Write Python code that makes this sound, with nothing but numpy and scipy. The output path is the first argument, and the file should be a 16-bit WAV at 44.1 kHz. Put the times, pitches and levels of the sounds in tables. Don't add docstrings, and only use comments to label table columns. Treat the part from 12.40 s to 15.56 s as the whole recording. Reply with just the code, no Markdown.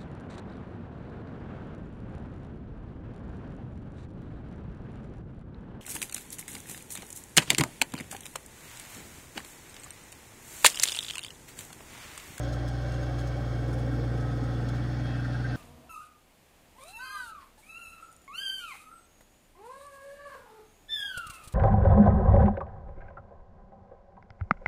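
import sys
import numpy as np
from scipy import signal
from scipy.fft import rfft, irfft
from scipy.io import wavfile
from scipy.ndimage import uniform_filter1d

SR = 44100
rng = np.random.default_rng(int(sys.argv[2]) if len(sys.argv) > 2 else 0)


def gain_from_db(level_db):
    decades = np.asarray(level_db, float) / 20
    return 10 ** decades


def store_wav(level_fs):
    pcm = np.round(np.clip(np.atleast_2d(level_fs), -1, 1) * 32767)
    wavfile.write(sys.argv[1], SR, pcm.T.astype(np.int16))


N = 139356
T = np.arange(N) / SR

# time_s, heading (0 side-on, 1 quartering, 2 from behind)
HEADING = [
    (0, 0.022),
    (.5, 0.016),
    (1.05, 0.35),
    (1.3, 0.85),
    (1.8, 1.12),
    (2.34, 1.21),
    (2.42, 1.3),
    (2.85, 1.45),
    (3.16, 1.45),
]


def evened(x):
    return x / np.sqrt(np.mean(x ** 2) + 1e-20)


def along(points):
    return np.interp(T, *np.transpose(points))


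def facing(dbs):
    return gain_from_db(np.interp(along(HEADING), np.arange(3), dbs))


def drift(seconds):
    size = max(int(seconds * SR), 2)
    smooth = uniform_filter1d(rng.standard_normal(N), size)
    return evened(uniform_filter1d(smooth, size))


def swell(start, length):
    arch = np.sin(np.pi * np.clip((T - start) / length, 0, 1))
    return np.sqrt(arch + 1e-9) * (T > start) * (T < start + length)


def wandering_tone(hz):
    return np.sin(2 * np.pi * np.cumsum(hz) / SR)


def coloured(points, lump_db=0):
    lump_hz = 220
    hz = np.fft.rfftfreq(N, 1 / SR)
    f, db = np.transpose(points)
    lumps = lump_db * drift(lump_hz * N / SR ** 2)[:len(hz)]
    gain = gain_from_db(np.interp(np.log(hz + 1), np.log(f), db) + lumps)
    return evened(irfft(rfft(rng.standard_normal(N)) * gain, N))


def ringing(modes, shared, own_db):
    surge_s = 0.024
    hz = np.fft.rfftfreq(N, 1 / SR)
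    out = np.zeros(N)
    for f, width, *dbs in modes:
        shape = 1 / (1 + ((hz - f) / width) ** 2) ** 2
        ring = evened(irfft(rfft(rng.standard_normal(N)) * shape, N))
        out += facing(dbs) * gain_from_db(own_db * drift(surge_s)) * ring
    return out * shared


def yard_air():
    # freq_hz, level_db
    air_colour = [(18, -15), (30, -12), (127, 10), (189, -39), (295, 10), (760, -24), (937, -37),
                  (1540, 11), (16000, -55)]
    return gain_from_db(-66.5) * coloured(air_colour)


def rattles():
    # start_s, peak_db, length_s, brightness_db
    ruts = [(0.028, -40.5, 0.022, -27), (0.078, -45, 0.021, -19), (0.122, -40, 0.022, -20),
            (0.275, -38.5, 0.02, -20), (0.33, -49, 0.019, -28), (0.47, -50, 0.026, -19),
            (0.516, -44, 0.018, -17), (0.538, -46, 0.015, -24), (0.622, -48, 0.027, -25),
            (0.781, -42, 0.03, -16), (0.868, -43.5, 0.02, -21), (0.9594, -54, 0.023, -15),
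            (1.02, -54, 0.015, -10), (1.274, -50, 0.029, -13), (1.326, -44, 0.017, -11),
            (1.376, -49, 0.031, -13), (1.5294, -50, 0.025, -15), (1.769, -48, 0.02, -18),
            (1.799, -45.5, 0.018, -18), (1.97, -53, 0.023, -19), (2.03, -46, 0.018, -19),
            (2.13, -49, 0.016, -28), (2.282, -42, 0.016, -17), (2.34, -50.5, 0.061, -27),
            (2.794, -48, 0.016, -19), (2.841, -47.5, 0.021, -23), (3.037, -52, 0.023, -23)]
    # freq_hz, level_db
    dull_colour = [(1500, -34), (3300, 2.5), (4000, -1), (5300, -3), (5900, 0), (6500, -7.5), (8500, -9.5),
                   (10500, -23)]
    bright_colour = [(3000, -40), (7500, -8), (9800, 0), (11500, -12), (16000, -26)]
    level_db, sheen_db, lump_db = -10, 5, 4
    rise_s, hold = 0.006, 1.15
    chatter_db, chatter_s = 2.5, 0.002
    dull, bright = np.zeros((2, N))
    for start, db, length, bright_db in ruts:
        u = np.maximum(T - start, 0)
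        fade = np.exp(-(u / length / hold) ** 2)
        env = gain_from_db(db + level_db) * np.minimum(u / rise_s, 1) * fade
        dull += env * gain_from_db(0.91 * drift(0.0014))
        bright += env * gain_from_db(bright_db + sheen_db)
    tin = dull * coloured(dull_colour, lump_db) + bright * coloured(bright_colour, lump_db)
    return gain_from_db(chatter_db * drift(chatter_s)) * tin


def pings():
    # start_s, length_s, pitch_hz, level_db
    knocks = [(2.305, .055, 2210, -59), (2.368, .04, 2260, -56), (2.54, 0.063, 2250, -60),
              (2.612, .03, 2240, -64), (2.64, 0.032, 2240, -57), (2.76, 0.042, 2210, -61),
              (2.885, .04, 2240, -65), (3.115, .04, 2220, -64), (0.01, .04, 6500, -59),
              (.115, 0.041, 6550, -61), (.465, 0.039, 6500, -66), (.515, 0.06, 6500, -65),
              (0.608, 0.042, 6450, -61), (.775, .045, 6500, -62), (.865, .035, 6500, -69)]
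    wander, wander_s = 0.012, 0.002
    out = np.zeros(N)
    for start, length, hz, db in knocks:
        pitch = hz * (1 + wander * hz / 6500 * drift(wander_s))
        out += np.sqrt(2) * gain_from_db(db) * swell(start, length) * wandering_tone(pitch)
    return out


def chirps():
    # start_s, level_db
    strokes = [(2.575, -54), (2.63, -44), (2.69, -48), (2.73, -46), (2.78, -45), (2.838, -40), (2.88, -53),
               (2.935, -41), (2.988, -46), (3.036, -37), (3.082, -50), (3.113, -42), (3.135, -43)]
    bracket_modes = [1580, 1480, 1780]
    length_s = 0.038
    env = sum(gain_from_db(db) * swell(start, length_s) ** 2 for start, db in strokes)
    ring = np.zeros(N)
    for k, hz in enumerate(bracket_modes):
        ring += gain_from_db(-7 * k + 0.6 * drift(0.011)) * wandering_tone(hz + 18 * drift(0.0223))
    return env * ring


def gears(turns):
    mesh_orders = [43.1, 43.1, 86.2, 107.9, 107.9, 115.5, 90.3, 107.9, 74, 86.2, 86.2]
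    # start_s, length_s, level_db
    whines = [(1.68, .5, -53), (2.55, .65, -61), (2.62, .25, -61), (2.6, .165, -58), (2.33, .3, -66),
              (2.13, .04, -59), (.36, .4, -66), (.75, .65, -67), (.75, .6, -66), (2.87, .13, -64),
              (3.1, .09, -60)]
    waver_db, slip = 1.7, 0.09
    out = np.zeros(N)
    for order, (start, length, db) in zip(mesh_orders, whines):
        level = np.sqrt(2) * gain_from_db(db + waver_db * drift(0.024)) * swell(start, length)
        out += level * np.sin(2 * np.pi * (order * turns + slip * drift(0.053)))
    return out


def sheet():
    # pitch_hz, width_hz, side_db, quartering_db, behind_db
    panel_modes = [(323.3, 9.96, -53, -53.5, -58), (711.3, 11.05, -56, -57.5, -67),
                   (621.4, 9.7, -56, -66, -48), (806.5, 9.88, -62, -61, -70), (589, 12.7, -51, -61, -58),
                   (531.3, 13.87, -54.5, -47, -83), (764, 13.87, -51.5, -62, -78),
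                   (1582, 27.3, -56, -58, -60), (1851, 17.5, -68.5, -63.5, -55),
                   (2155, 8.4, -67, -65.5, -80), (4364, 98, -69, -72.5, -61),
                   (5200, 370, -66.5, -72.5, -80), (6540, 180, -74, -73.5, -85),
                   (8420, 240, -75, -80.5, -78), (9820, 150, -82, -80, -96), (10900, 200, -86, -94, -95)]
    strands = 10
    surge_db, wander_s, flare_db = 1.3, 0.035, 1.8
    out = np.zeros(N)
    for hz, width, *dbs in panel_modes[:strands]:
        level = np.sqrt(2) * facing(dbs) * gain_from_db(surge_db * drift(0.017))
        out += level * wandering_tone(hz + width * drift(wander_s))
    return out + ringing(panel_modes[strands:], 0.87, flare_db)


def hood():
    # pitch_hz, width_hz, side_db, quartering_db, behind_db
    hood_modes = [(2690, 520, -65, -65.5, -60.5), (3258, 300, -60.5, -65, -62), (3490, 240, -72, -65, -64),
                  (4150, 1700, -60.5, -64, -54), (4870, 580, -72, -69, -67.5), (5440, 500, -67, -67, -65),
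                  (6430, 770, -67.5, -70, -69), (7560, 540, -75.5, -76, -80), (8640, 1500, -74.5, -73, -77),
                  (9630, 2300, -78, -79.5, -70), (12000, 3600, -78, -76, -94), (14800, 2600, -80, -79, -81)]
    return ringing(hood_modes, gain_from_db(0.4 * drift(0.012)), 1.27)


def block(turns):
    # pitch_hz, width_hz, side_db, quartering_db, behind_db
    block_modes = [(85, 43, -52.5, -50, -58), (155, 64, -50, -52, -55), (244, 40, -58.5, -45.5, -44.5),
                   (315.7, 85, -47.5, -45.5, -51), (463, 66, -60, -46.5, -66),
                   (556, 87, -46.5, -50.5, -54.5), (732, 163, -52.5, -49, -51.5), (854, 23, -63, -62, -58),
                   (1075, 200, -56.5, -56.5, -62.5), (1325, 183, -56, -55.5, -55),
                   (1471, 110, -59.5, -61, -48), (1560, 106, -56, -58, -60), (1750, 550, -55, -57, -45.5),
                   (2240, 90, -63.5, -63.5, -78)]
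    surge_db = 1.28
    throb_per_s, throb_start_s = 19.8, 2.955
    chug = 1 + 0.016 * (np.cos(2 * np.pi * turns) + 1.2 * np.cos(np.pi * turns))
    depth = 0.3 * np.clip(along(HEADING) - 0.5, 0, 1)
    throb = 1 + depth * np.cos(2 * np.pi * throb_per_s * (T - throb_start_s))
    low = ringing(block_modes[:9], chug, surge_db)
    return low + ringing(block_modes[9:], chug * throb, surge_db)


def fan(turns):
    # side_db, quartering_db, behind_db
    blade_levels = [(-45.5, -40.5, -45.5), (-46.5, -48.5, -55), (-54.5, -52.5, -64.5), (-57, -66, -60)]
    blade = 4.775 * turns + 0.56
    skew = 0.53
    out = np.zeros(N)
    for k, dbs in enumerate(blade_levels):
        level = np.sqrt(2) * facing(dbs) * gain_from_db(0.8 * drift(0.083))
        out += level * np.cos(2 * np.pi * ((k + 1) * blade + k * skew))
    return out


def exhaust(turns):
    pulse_orders = [1.5, 2, 3, 4, 5, 6, 7, 7.5, 8, 8.5, 9, 10, 11]
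    # side_db, quartering_db, behind_db
    pulse_levels = [(-66, -58, -68), (-34, -33.5, -41.5), (-49, -52, -50), (-33.5, -31, -32.5),
                    (-61, -54, -52), (-55, -49, -45.5), (-67, -67, -36), (-55.5, -48.5, -65),
                    (-69, -73, -39), (-67, -65, -45), (-61, -47, -48.5), (-56.5, -48.5, -48.5),
                    (-56.5, -73, -72)]
    rear_lead = [(0, -.01), (1.2, -.03), (1.3, .01), (1.57, .045)]
    waver_db, lag = 0.3, 0.045
    lead = np.interp(along(HEADING), *np.transpose(rear_lead))
    out = np.zeros(N)
    for k, dbs in zip(pulse_orders, pulse_levels):
        shift = {2: lead, 4: 0, 6: -lag}.get(k, rng.random())
        level = np.sqrt(2) * facing(dbs) * gain_from_db(waver_db * np.sqrt(k / 4) * drift(0.08))
        out -= level * np.cos(2 * np.pi * k * (turns + shift))
    return out


def crank():
    # time_s, speed_turns_per_s
    crank_speed = [(0.0, 29.939), (0.25, 30.126), (0.5, 30.317), (0.75, 30.325), (0.95, 30.322),
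                   (1.1, 29.603), (1.3, 29.989), (1.5, 30.127), (1.75, 29.788), (2.0, 29.794),
                   (2.2, 29.626), (2.3, 29.893), (2.4, 30.227), (2.5, 30.217), (2.75, 30.133),
                   (3.16, 30.341)]
    return np.cumsum(along(crank_speed)) / SR - 0.135


def snow(x):
    # pitch_hz, width_hz, depth_0_to_1
    echo_dips = [(407, 11.4, 0.32), (664, 17.4, 0.34), (941, 37, 0.43), (2106, 59, 0.54)]
    hz = np.fft.rfftfreq(N, 1 / SR)
    gain = np.ones(len(hz))
    for f, width, depth in echo_dips:
        gain *= 1 - np.clip(depth, 0, 1) * np.exp(-((hz - f) / width) ** 2)
    return irfft(rfft(x) * gain, N)


def scene():
    turns = crank()
    loose = rattles() + pings() + chirps()
    shell = snow(sheet() + hood() + block(turns))
    engine = gears(turns) + fan(turns) + exhaust(turns)
    return (yard_air() + loose + shell + engine)[None]


def roll_off(x):
    return signal.sosfilt(signal.butter(12, 16470, fs=SR, output="sos"), x)


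def record(dry):
    bass_cut = signal.butter(3, 46, "high", fs=SR, output="sos")
    heard = signal.sosfiltfilt(bass_cut, dry)
    band_limit = signal.firwin(1023, 15790, window=("kaiser", 9), fs=SR)
    heard = signal.oaconvolve(heard, band_limit[None], "same")
    return roll_off(heard)


dry = scene()
out = record(dry)
store_wav(out)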